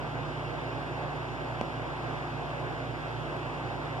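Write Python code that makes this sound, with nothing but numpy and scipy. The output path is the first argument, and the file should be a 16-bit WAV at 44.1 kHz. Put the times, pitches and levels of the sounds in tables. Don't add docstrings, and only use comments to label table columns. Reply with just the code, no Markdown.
import sys
import numpy as np
from scipy import signal
from scipy.fft import rfft, irfft
from scipy.io import wavfile
from scipy.ndimage import uniform_filter1d

SR = 44100
rng = np.random.default_rng(int(sys.argv[2]) if len(sys.argv) > 2 else 0)


def transcribe(u):
    v = np.clip(np.atleast_2d(u).T, -1, 1)
    q = np.round(v * 32767).astype(np.int16)
    wavfile.write(sys.argv[1], SR, q)


N = 176400


def gain_of(db):
    return 10 ** (np.asarray(db) / 20)


def unit_rms(x):
    return x / np.sqrt(np.mean(x ** 2) + 1e-20)


def curve_at(points, hz):
    points_hz, values = np.transpose(points)
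    return np.interp(np.log(hz + 1), np.log(points_hz + 1), values)


def pan_gains(pan_db):
    pair = np.array([gain_of(pan_db / 2), gain_of(-pan_db / 2)])
    return pair / np.sqrt(np.mean(pair ** 2, axis=0))


def drift(top_hz, t):
    rates_hz = top_hz * np.geomspace(1 / 10, 1, 20)
    coarse_t = np.linspace(0, t[-1], 400)
    wander = sum(np.sin(2 * np.pi * (hz * coarse_t + rng.random())) for hz in rates_hz)
    return np.interp(t, coarse_t, unit_rms(wander))


def stereo_coherence(hz, widen_from_hz=820, squareness=1.08, quadrature=0.53):
    # frequency_hz, correlation
    room_correlation = [(30, 0.54), (70, 0.85), (100, 0.8), (160, 0.87), (205, 0.17), (260, 0.84),
                        (350, 0.78), (440, 0.77), (530, 0.068), (600, 0.87), (700, 0.57), (900, 0.58)]
    # frequency_hz, depth
    comb_depth = [(900, 0.86), (2000, 0.9), (3100, 0.91), (5000, 0.84), (8000, 0.48), (13000, 0.5)]
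    # frequency_hz, delay_s
    cross_delay = [(900, .00052), (1450, .00053), (2050, .000495), (2450, .000503), (3500, .000485)]
    lag_rad = 2 * np.pi * hz * curve_at(cross_delay, hz)
    in_phase = np.tanh(squareness * np.cos(lag_rad)) / np.tanh(squareness)
    comb = -in_phase - 1j * quadrature * np.sin(lag_rad)
    coherence = np.where(hz < widen_from_hz, curve_at(room_correlation, hz), curve_at(comb_depth, hz) * comb)
    return coherence / np.maximum(abs(coherence), 1)


def turbulence(air, depth_db=0.7, frame=512):
    spectra = signal.stft(air, nperseg=frame)[2]
    patches = rng.standard_normal(spectra.shape[1:])
    patches = uniform_filter1d(patches, size=9, axis=0)
    patches = uniform_filter1d(patches, size=12, axis=1)
    return signal.istft(spectra * gain_of(depth_db * unit_rms(patches)), nperseg=frame)[1][:, :N]


def air_rush(t, trim_db=-0.22, swell_db=0.16):
    # frequency_hz, density_db_per_hz
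    air_spectrum = [(20, -91.6), (45, -85.3), (75, -80.7), (95, -71.2), (135, -67.3), (175, -68.0),
                    (205, -73.4), (255, -68.1), (295, -69.6), (325, -64.4), (365, -67.0), (420, -69.2),
                    (580, -67.1), (720, -66.0), (900, -67.3), (1200, -72.7), (1480, -73.5), (1570, -70.7),
                    (1750, -75.5), (2030, -75.6), (2400, -79.4), (2700, -79.5), (3050, -83.2),
                    (3450, -84.9), (4500, -92.0), (5000, -95.0), (5750, -96.0), (6150, -100.2),
                    (7000, -101.7), (10200, -110.8), (11000, -110.8), (12300, -116.8), (14200, -119.3)]
    # frequency_hz, left_minus_right_db
    air_pan = [(40, -10), (130, -7.5), (220, -2.5), (400, -3), (580, -1.5), (750, -0.5), (1200, 1.3),
               (1600, -2), (2200, 0.1), (10000, -1.2)]
    hz = np.fft.rfftfreq(N, 1 / SR)
    coherence = stereo_coherence(hz)
    left, independent = rfft(rng.standard_normal((2, N)))
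    right = coherence * left + np.sqrt(np.maximum(1 - abs(coherence) ** 2, 0)) * independent
    colour = gain_of(curve_at(air_spectrum, hz) + trim_db) * np.sqrt(SR / 2)
    air = irfft(np.array([left, right]) * pan_gains(curve_at(air_pan, hz)) * colour, N)
    return turbulence(air) * gain_of(swell_db * drift(top_hz=6.2, t=t))


def motor_hum(t, waver_db=0.45, waver_rad=0.07, waver_hz=5):
    # pitch_hz, level_db, left_minus_right_db, left_lead_rad
    tones = [(58.1, -50.4, -0.7, -0.3), (88.9, -62.8, -4.2, 0.5), (116.3, -48.0, -8.4, -0.5),
             (120.0, -47.3, -2.8, 0.5), (127.0, -54.8, -8.5, 0.4), (147.7, -44.5, -3.7, 0.1),
             (253.9, -60.0, -1.6, -0.4), (270.7, -52.4, -3.4, 0.1), (360.2, -53.1, -5.9, 0.2),
             (480.2, -58.5, -9.6, 0.7), (541.3, -61.2, -13.1, -2.8), (726, -60, 0, 0), (814, -61.5, 0, 0),
             (1047, -62, 0, 0)]
    hum = np.zeros((2, N))
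    for pitch_hz, level_db, pan_db, lead_rad in tones:
        unsteadiness = pitch_hz / 120
        phase = 2 * np.pi * (pitch_hz * t + rng.random())
        phase += unsteadiness * waver_rad * drift(waver_hz, t)
        amplitude = np.sqrt(2) * gain_of(level_db + unsteadiness * waver_db * drift(waver_hz, t))
        hum[0] += amplitude * gain_of(pan_db / 2) * np.sin(phase + lead_rad)
        hum[1] += amplitude * gain_of(-pan_db / 2) * np.sin(phase)
    return hum


def snap(t, scatter_db=6, scatter_t60_s=0.017):
    # frequency_hz, relative_db
    snap_colour = [(60, -18), (220, 2), (520, 4), (750, 2), (1400, -11), (3200, -13.5), (4400, -23),
                   (5900, -24), (6700, -33.5), (9200, -36), (14000, -46)]
    hz = abs(np.fft.fftfreq(len(t), 1 / SR))
    log_gain = np.log(gain_of(curve_at(snap_colour, hz)))
    minimum_phase = np.exp(np.conj(signal.hilbert(log_gain)))
    pulse = -np.fft.ifft(minimum_phase).real
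    scatter = rng.standard_normal((2, len(t))) * gain_of(-60 * t / scatter_t60_s)
    scatter *= gain_of(scatter_db) / np.linalg.norm(scatter[0])
    scatter[:, 0] += 1
    return signal.fftconvolve(scatter, pulse[None] / np.linalg.norm(pulse), axes=1)[:, :len(t)]


def knock(t, rise_s=0.0005):
    # pitch_hz, relative_db, t60_s
    modes = [(240, 3, .07), (360, 0, .04), (540, 5, .012)]
    attack = 1 - np.exp(-t / rise_s)
    sound = np.zeros(len(t))
    for pitch_hz, relative_db, t60_s in modes:
        ring = -np.cos(2 * np.pi * pitch_hz * t) * gain_of(-60 * t / t60_s) * attack
        sound += gain_of(relative_db) * ring / np.linalg.norm(ring)
    return sound


def scene():
    # start_s, gain_db, left_minus_right_db
    clicks = [(1.6122, -13, -.5), (3.0836, -25, -.5), (3.3655, -22, -.5)]
    t = np.arange(N) / SR
    mix = air_rush(t) + motor_hum(t)
    click_t = t[:4096]
    for start_s, gain_db, pan_db in clicks:
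        click = snap(click_t) + knock(click_t)
        start = round(start_s * SR)
        mix[:, start:start + len(click_t)] += gain_of(gain_db) * pan_gains(pan_db)[:, None] * click
    return mix


def record(dry):
    low_pass = signal.firwin(511, cutoff=14280, window=("kaiser", 9), fs=SR)
    return signal.oaconvolve(dry, low_pass[None], "same")


dry = scene()
out = record(dry)
transcribe(out)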